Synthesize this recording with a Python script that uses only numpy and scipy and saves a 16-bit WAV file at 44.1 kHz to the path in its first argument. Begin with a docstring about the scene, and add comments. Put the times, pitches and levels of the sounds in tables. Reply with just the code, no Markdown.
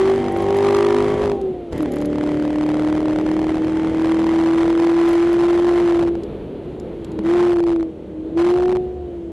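"""A V8 at full throttle inside a sports car: an upshift, a long pull, then braking with two throttle blips.
Firing tone, octave and uneven half orders boom in the cabin; intake hiss comes in quick random puffs.
Thumps, ticks, a body drone and road rumble lie beneath. Body heave and engine shoves overload the
microphone capsules; the high-set, gently sloping wind filter behind them turns each clipped crest
into a crackle."""
import sys
import numpy as np
from scipy import signal
from scipy.fft import rfft, irfft, next_fast_len
from scipy.io import wavfile
from scipy.ndimage import uniform_filter1d

SR = 44100
rng = np.random.default_rng(int(sys.argv[2]) if len(sys.argv) > 2 else 0)


def transcribe(u):
    """Save the signal u as a 16-bit wav file named by the first command-line argument.

    u: samples, shape (n,) or (channels, n), limited to [-1, 1]; the rate is SR.
    q: integer samples, one column per channel.
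    """
    v = np.clip(np.atleast_2d(u).T, -1, 1)
    q = np.round(v * 32767).astype(np.int16)
    wavfile.write(sys.argv[1], SR, q)


N = 410991

BOOM_HZ, WIND_CUT_HZ = 45.5, 2214
HARD_BEAT_S = 2.5058  # a moment when the hardest beat of the cycle falls


def undb(db):
    """Amplitude of a level in dB."""
    return 10 ** (np.asarray(db) / 20)


def unit(x):
    """Scales to an RMS of 1."""
    return x / np.sqrt(np.mean(x ** 2))


def lookup(table, at):
    """Columns joined by straight lines, read along a control; a first column that falls back is held."""
    x, *columns = np.transpose(table)
    return [np.interp(at, np.maximum.accumulate(x), c) for c in columns]


def curves(table):
    """Columns of a table in time."""
    return lookup(table, np.arange(N) / SR)


def band(x, hz, width_hz):
    """One resonance, gain 1 at its centre."""
    return signal.lfilter(*signal.iirpeak(hz, hz / width_hz, fs=SR), x)


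def band_twice(x, hz, width_hz):
    """The same resonance twice in a row, with steeper skirts."""
    return band(band(x, hz, width_hz), hz, width_hz)


def high(x, hz, order):
    """High-pass."""
    return signal.sosfilt(signal.butter(order, hz, "high", fs=SR, output="sos"), x)


def walk(rate_hz):
    """Random levels held 1 / rate_hz and slewed twice; spread near 1."""
    k = int(SR / rate_hz)
    held = np.repeat(rng.standard_normal(N // k + 1), k)
    return 1.217 * uniform_filter1d(uniform_filter1d(held, k), k)[:N]


def add(out, s, sound):
    """Mixes a short sound in at time s."""
    i = int(s * SR)
    out[i:i + len(sound)] += sound[:N - i]


def ring(hz, t60_s):
    """One decaying mode."""
    t = np.arange(int(t60_s * SR)) / SR
    return np.sin(2 * np.pi * hz * t) * np.exp(-np.log(1000) * t / t60_s)


def engine(hz, load_db, half_db):
    """Clean firing tone and octave; the half orders waver and are coloured by the cabin air."""
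    # exhaust and cabin favour some speeds and cancel others, at full load: firing_hz, tone_db, octave_db
    response = [(287, -40, -36), (296, -23, -32.5), (299.2, -20, -34.5), (303.9, -17.5, -34.5),
                (307.8, -18, -32), (315, -18.5, -47), (321, -19, -47), (315.6, -21.5, -35),
                (322.4, -16.5, -44.5), (330, -15, -41), (339.2, -13.5, -41.5), (346.3, -14.5, -36.5),
                (348.6, -13.5, -35.5), (363.3, -14.5, -30), (367.3, -15, -41), (385.9, -14, -39),
                (387.4, -18.5, -35), (390.8, -29.5, -28.5), (396.3, -15.5, -34), (402, -14.5, -33),
                (405.8, -16.5, -42), (411.5, -20.5, -48)]
    # unequal exhaust paths of the two banks: multiple of the two-turn cycle, level_db
    half_orders = [(2, -0.5), (3, -1.5), (4, 2.5), (5, 7.5), (6, 0.5), (7, 5), (9, -2), (10, 2.5), (11, -1),
                   (12, 3.5), (13, -1.5), (14, -3.5), (15, 2), (17, -9.5), (18, -6.5), (19, -5.5),
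                   (21, -8.5), (22, -3.5)]
    # cabin air modes: pitch_hz, width_hz, level_db
    cabin_modes = [(97.6, 9.7, -1), (247.7, 48, -9.5), (352.4, 26.3, 6), (497, 63, -1.5), (1100, 350, -4)]
    beat_scatter_rad = 1.3

    firing_db, octave_db = lookup(response, hz)
    firing_db, octave_db = firing_db + load_db[0], octave_db + load_db[1]
    # eight firings in two crank turns
    cycle = 2 * np.pi * np.cumsum(hz * (1 + .002 * walk(40))) / SR / 8
    cycle -= cycle[int(HARD_BEAT_S * SR)]
    firing = undb(firing_db + .6 * walk(35)) * np.sin(8 * cycle)
    octave = undb(octave_db + 1.5 * walk(25)) * np.sin(16 * cycle)

    # the orders start at random phases loosely gathered around the hardest beat
    start_rad = beat_scatter_rad * rng.standard_normal(len(half_orders))
    half = np.zeros(N)
    for (k, db), phase_rad in zip(half_orders, start_rad):
        waver_db = 2.58 * walk(6.5) + 0.12 * k * walk(40)
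        # off load the pulses soften and the upper orders fall away first
        soften_db = 0.034 * max(k - 10, 0) * (half_db + 32.5)
        half += undb(db + waver_db + soften_db) * np.sin(k * cycle + phase_rad)
    half = 0.53 * half + sum(undb(db) * band(half, f, w) for f, w, db in cabin_modes)
    return np.sqrt(2) * (firing + octave + undb(half_db) * half)


def throttle():
    """How far the intake is open (0-1), and how far tone and octave lie under full load (dB)."""
    # each spell of power: tone_stirs_s, part_level_db, intake_opens_s, tone_bites_s, intake_shuts_s,
    # shutting_takes_s, shut_level_db, tone_fades_s, tone_gone_s, overrun_level_db,
    # share of the drop that the octave follows
    power = [(-.3, -3, -.2, -.1, 1.23, .13, -6.5, 1.51, 1.56, -19, .3),
             (1.69, -16, 1.705, 1.785, 5.96, .09, -2.5, 6.09, 6.27, -21, .8),
             (7.1, -6, 7.225, 7.238, 7.46, .06, -1.5, 7.81, 7.99, -25, .8),
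             (8.08, -9.5, 8.355, 8.352, 8.51, .09, -1, 8.74, 8.94, -16, .7)]
    stir_s, bite_s, open_s = .08, .015, .03
    drain_s, left_open = 0.053, 0.34  # the last share of intake noise drains away

    intake, load, overrun_db, share = [], [], 0, 0
    for stirs, part_db, opens, bites, shuts, takes, shut_db, fades, gone, next_db, follows in power:
        shut = shuts + takes
        intake += [(opens, 0), (opens + open_s, 1), (shuts, 1), (shut, left_open), (shut + drain_s, 0)]
        before = [(stirs, overrun_db), (stirs + stir_s, part_db), (bites, part_db)]
        after = [(bites + bite_s, 0), (shuts, 0), (min(shut, fades), shut_db),
                 (fades, shut_db), (gone, next_db)]
        load += [(s, db, share * db) for s, db in before]
        load += [(s, db, follows * db) for s, db in after]
        overrun_db, share = next_db, follows
    return curves(intake)[0], curves(load)


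def heave(heave_db, pressure, hz, intake):
    """Body swings below hearing; engine shoves and single beats add to the nearest crest."""
    # the heaviest single beats push the cabin pressure over the top for a moment: time_s, strength_db
    bumps = [(.153, -2), (.172, -5), (.19, -1), (.212, -4), (.2774, -4), (.3657, 0.5), (.4425, -4),
             (.467, -3), (.4855, -6), (.508, 2), (.52, -9), (.548, -7), (.5665, -5), (.587, -6), (.607, -6),
             (1.299, -0.5), (1.319, 1), (1.344, -18), (1.73, -6), (1.763, 4), (1.939, -4), (2.005, 3),
             (2.029, -3), (2.08, -5), (2.124, -6), (2.158, -4.5), (2.189, -17), (2.275, 3.5), (2.326, -2),
             (2.352, 2.5), (2.378, -3), (2.398, -10), (2.453, -4), (2.479, -5), (2.506, -3), (2.531, -3),
             (2.5575, -10.5), (2.691, -3), (2.744, 2), (2.77, -4), (2.7965, 2), (2.845, -12), (2.888, -2),
             (2.953, 1.5), (2.9695, -5), (3.036, -5), (3.088, -3), (3.15, -6), (3.186, 2), (3.278, 0),
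             (3.3735, -2), (3.399, -2), (3.431, -3), (3.483, -2), (3.507, -0.5), (3.558, 1), (3.583, -1),
             (3.684, 3), (3.733, -6), (3.908, -5), (3.934, -7), (4.059, 3), (4.192, -2), (4.46, -0.5),
             (4.576, -5), (4.604, -16), (4.678, 3), (4.702, -7), (4.798, -1), (4.87, 2), (5.078, -10),
             (5.17, -8), (5.491, -13), (5.972, -6), (5.994, -11), (6.024, -5), (6.029, 3), (6.036, -2),
             (6.05, -4), (6.082, -9.5), (6.145, -13), (6.153, 2), (7.191, 4), (7.25, -6), (7.47, -4.5),
             (7.494, -7.5), (7.516, -6.5), (7.529, -10), (7.533, -0.5), (7.541, -4), (7.562, -6),
             (7.568, -4.5), (7.604, 3), (7.629, -10.5), (7.639, -4), (7.668, -4.5), (7.676, -2),
             (7.686, -5), (7.694, -3), (7.704, -4.5), (7.732, -8.5), (7.761, -7), (7.828, -2), (8.375, -9),
             (8.558, -4.5), (8.565, -6), (8.58, -12), (8.587, -3), (8.6, -1.5), (8.638, -17), (8.648, -16),
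             (8.657, -13), (8.662, -10), (8.683, -3), (8.693, -0.5), (8.709, -1), (8.716, -0.5),
             (8.725, 2.5), (8.73, -5), (8.752, -2.5), (8.76, -3), (8.769, 2.5), (8.809, -0.5)]
    heave_hz, heave_width_hz, bump_s = 14.15, 14.2, 0.0053
    shove_db, weak_turn_db, shove_spread_db = -14.5, -2.5, 2.5

    swing = unit(band_twice(rng.standard_normal(N), heave_hz, heave_width_hz))
    out = swing * undb(heave_db + 0.62 * walk(9))
    # under load the engine shoves the body once a crank turn, every second turn harder
    count = np.cumsum(hz) / SR / 4
    count = np.floor(count - count[int(HARD_BEAT_S * SR)])
    turns = np.flatnonzero(np.diff(count))[1:-1] + 1
    spread_db = shove_spread_db * rng.standard_normal(N // 200)[:len(turns)]
    shove = intake[turns] * undb(shove_db + weak_turn_db * (count[turns] % 2) + spread_db)

    s, db = np.transpose(bumps)
    shape, reach = np.hanning(int(bump_s * SR)), int(SR / 900)
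    places = np.r_[turns, (s * SR).astype(int)]
    for i, size in zip(places, np.r_[shove, undb(db)]):
        near = slice(i - reach, i + reach)
        i += np.argmax(np.abs(pressure[near] + out[near])) - reach
        add(out, i / SR - bump_s / 2, np.sign(pressure[i]) * size * shape)
    return out


def hiss(hiss_db, intake):
    """Mechanical hiss in a few broad resonances of the firewall; it comes in puffs while the intake is open."""
    # firewall resonances: pitch_hz, width_hz, level_db, change_once_intake_shut_db
    firewall = [(1010, 1400, 2, -21.5), (1974, 620, 5, -30), (3130, 520, -2.5, -21.5),
                (4070, 5200, -18, -17.5), (6500, 5100, -20.5, -13)]
    gust_db, puff_db = 1, 1.5  # slow gusts, quick random puffs

    bands = [undb(db + 0.4 * walk(30)) * band_twice(rng.standard_normal(N), f, w) for f, w, db, _ in firewall]
    puffs_db = intake * (gust_db * walk(14) + puff_db * walk(110) - .6)
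    noise = sum(b * undb(row[-1] * (1 - intake)) for b, row in zip(bands, firewall))
    return noise / np.std(sum(bands)) * undb(hiss_db + puffs_db)


def knocks():
    """Driveline thumps, and ticks: short scrapes that ring the mount lower as the blow is duller."""
    # driveline taking up or dropping the load: start_s, level_db, pitch_hz, t60_s
    thumps = [(1.229, -20, 90.5, 0.17), (1.724, -20, 86, 0.11), (1.795, -32, 199, 0.085),
              (7.189, -21.5, 209, 0.16)]
    # something small and hard knocks on the microphone mount: start_s, relative level_db, dullness (0-1)
    ticks = [(0.322, -49, 0), (0.3715, -49, 0), (0.421, -47, 0), (0.5686, -42.5, 0), (0.766, -42, 0.27),
             (1.4137, -44, 0.8), (1.726, -35.5, 0.8), (1.7787, -44, 0.34), (1.825, -47, 0),
             (1.919, -43.5, 0.25), (1.936, -48, 0.4), (1.9585, -47, 0.3), (1.9848, -45, 0.7),
             (2.0147, -46, 0.2), (2.056, -41, 0.2), (5.0893, -44, 0.09), (5.1305, -44, 0.1),
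             (5.3294, -43, 0.32), (6.2347, -39.5, 0.95), (6.7989, -47, 0.7), (7.046, -35, 1),
             (7.118, -48, 0.78)]
    # mount modes: pitch_hz, width_hz, relative level_db, dullness it answers to (0-1)
    mount = [(10850, 1500, 3, 0), (8800, 1600, -12, 0), (6800, 660, -1.5, 0.37), (4300, 1900, -2, 0.48),
             (2800, 1500, -13, 0.87)]
    tick_decay_s = 0.0033

    out = np.zeros(N)
    for s, db, hz, t60_s in thumps:
        add(out, s, undb(db) * ring(hz, t60_s))
    t = np.arange(600) / SR
    scrapes = rng.standard_normal((len(ticks), len(t))) * np.exp(-t / tick_decay_s)
    for (s, db, dull), scrape in zip(ticks, scrapes):
        for hz, width_hz, mode_db, answers in mount:
            share = np.exp(-((dull - answers) / .5) ** 2)
            add(out, s, share * undb(db + mode_db + 13.5) * band(scrape, hz, width_hz))
    return out


def drone():
    """One low, wavering resonance of the body under braking: noise through a narrow band."""
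    # time_s, level_db
    drone_level = [(5.7, -64), (5.85, -41), (6.2, -48), (8.1, -46.5), (8.6, -39), (9.32, -37.5)]
    drone_hz, width_hz = 71.7, 16
    return unit(band_twice(rng.standard_normal(N), drone_hz, width_hz)) * undb(curves(drone_level)[0])


def road(rumble_db):
    """Tyres and wind rumble through the body as shaped noise, flickering a little."""
    # colour of tyres and wind through the body: pitch_hz, relative density_db
    rumble_colour = [(15, -39.5), (25, -12), (65, -3), (100, -10), (140, -4.5), (290, -5), (410, -1),
                     (570, -12), (800, -21), (1100, -28), (1700, -34), (3200, -36.5), (4400, -44),
                     (5200, -58), (8800, -63), (11200, -55.5), (16000, -80.5)]
    hz, db = np.transpose(rumble_colour)
    size = next_fast_len(N)
    f = np.fft.rfftfreq(size, 1 / SR) + 1
    colour = undb(np.interp(np.log(f), np.log(hz), db))
    flicker = rng.standard_normal(N) * undb(0.99 * walk(12))
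    noise = irfft(rfft(flicker, size) * colour)[:N]
    return unit(noise) * undb(rumble_db + 2.0)


def smear(x, length_s):
    """Spreads each click into a short burst of noise whose level and sign wander."""
    wander_rate_hz = 1000
    size = int(length_s * SR)
    tail = rng.standard_normal(size) * np.hanning(size)
    return walk(wander_rate_hz) * signal.fftconvolve(x, tail / np.linalg.norm(tail), "same")


def scene():
    """The closed cabin piles up pressure towards the bass."""
    # engine speed: time_s, firing_hz
    speed = [(0, 383.1), (1.17, 412.2), (1.31, 406), (1.385, 392.5), (1.5, 372.8), (1.7, 335.8),
             (1.795, 312.9), (1.87, 293), (1.92, 290), (1.98, 295), (3, 306.9), (4.4, 328.7), (5.75, 348.2),
             (6, 341), (6.15, 339.6), (6.6, 298), (6.7, 373.3), (7.1, 327.3), (7.19, 317.3), (7.238, 320.6),
             (7.255, 330.7), (7.35, 351.4), (7.45, 351), (7.72, 337.1), (7.9, 321.1), (8.16, 312.3),
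             (8.345, 324.1), (8.38, 336.3), (8.48, 353.2), (8.7, 364.4), (8.95, 364.5), (9.32, 330)]
    # road: time_s, relative rumble_db, heave_db
    road_levels = [(0, -31, -13), (.3, -33, -10.5), (.8, -34, -22.5), (1.2, -29, -16.5), (1.4, -31, -21),
                   (1.68, -34.5, -20), (1.95, -35.5, -13.5), (2.4, -35.5, -18), (3.1, -32, -16),
                   (3.8, -32.5, -16), (4.2, -33.5, -25), (5.2, -34, -16), (6, -30, -21), (6.2, -30, -28),
                   (7, -34, -30), (7.25, -28.5, -23), (7.5, -34.5, -23), (8.2, -37, -29),
                   (8.53, -33.5, -31), (9.32, -39, -29)]
    # with the intake open: firing_hz, uneven half_orders_db, valve-gear and intake hiss_db
    load_levels = [(289, -37, -46), (302, -39.5, -43), (328.6, -39, -41), (341.6, -45.5, -39.5),
                   (352, -42.5, -42.5), (388, -39, -37), (383, -38, -39.5), (399.7, -36, -37.5)]
    shut_half_db = -11.5  # change of the half orders once the intake is shut

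    hz = curves(speed)[0]
    rumble_db, heave_db = curves(road_levels)
    intake, load_db = throttle()
    half_db, hiss_db = lookup(load_levels, hz)
    heard = engine(hz, load_db, half_db + shut_half_db * (1 - intake))
    heard = heard + hiss(hiss_db, intake) + knocks() + drone() + road(rumble_db)
    boom, cut = np.exp(-2 * np.pi * np.array([BOOM_HZ, WIND_CUT_HZ]) / SR)
    pressure = signal.lfilter([1, -cut], [1, -boom], heard)
    return np.tile(pressure + heave(heave_db, pressure, hz, intake), (2, 1))


def record(dry):
    """Capsules clip; the wind filter keeps the slope, so flat crests become gaps and crackle."""
    overload_db, low_cut_hz, top_hz = 4.5, 28, 11750
    crackle_hz, wander_hz, wander_db = 2700, 4900, -11.5
    sharp_side_hz, sharp_side_db = 4500, 5.5
    smear_s, fizz_s, fizz_share = 0.024, .007, .33

    top = undb(overload_db)
    boom, cut = np.exp(-2 * np.pi * np.array([BOOM_HZ, WIND_CUT_HZ]) / SR)
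    clipped = np.clip(dry, -top, top)
    lost = clipped[0] - dry[0]
    x, crackle = (signal.lfilter([1, -boom], [1, -cut], v) for v in (clipped, lost))
    x = high(x, low_cut_hz, order=3)

    # the crackle and the top of the hiss wander between left and right
    loose = high(crackle, crackle_hz, order=2) + high(x[0] - crackle, wander_hz, order=6)
    side = high(smear(loose, smear_s), 700., order=3)
    side += undb(sharp_side_db) * walk(120) * high(crackle, sharp_side_hz, order=4)

    # part of each sharp edge is spread into a short fizz around it
    edge = crackle - uniform_filter1d(crackle, size=28)
    x = x + fizz_share * (high(smear(edge, fizz_s), 900., order=2) - edge)
    x = x + undb(wander_db) * side * np.array([[1], [-1]])
    return signal.sosfilt(signal.ellip(8, .2, 60, top_hz, fs=SR, output="sos"), x)


dry = scene()
out = record(dry)
transcribe(out)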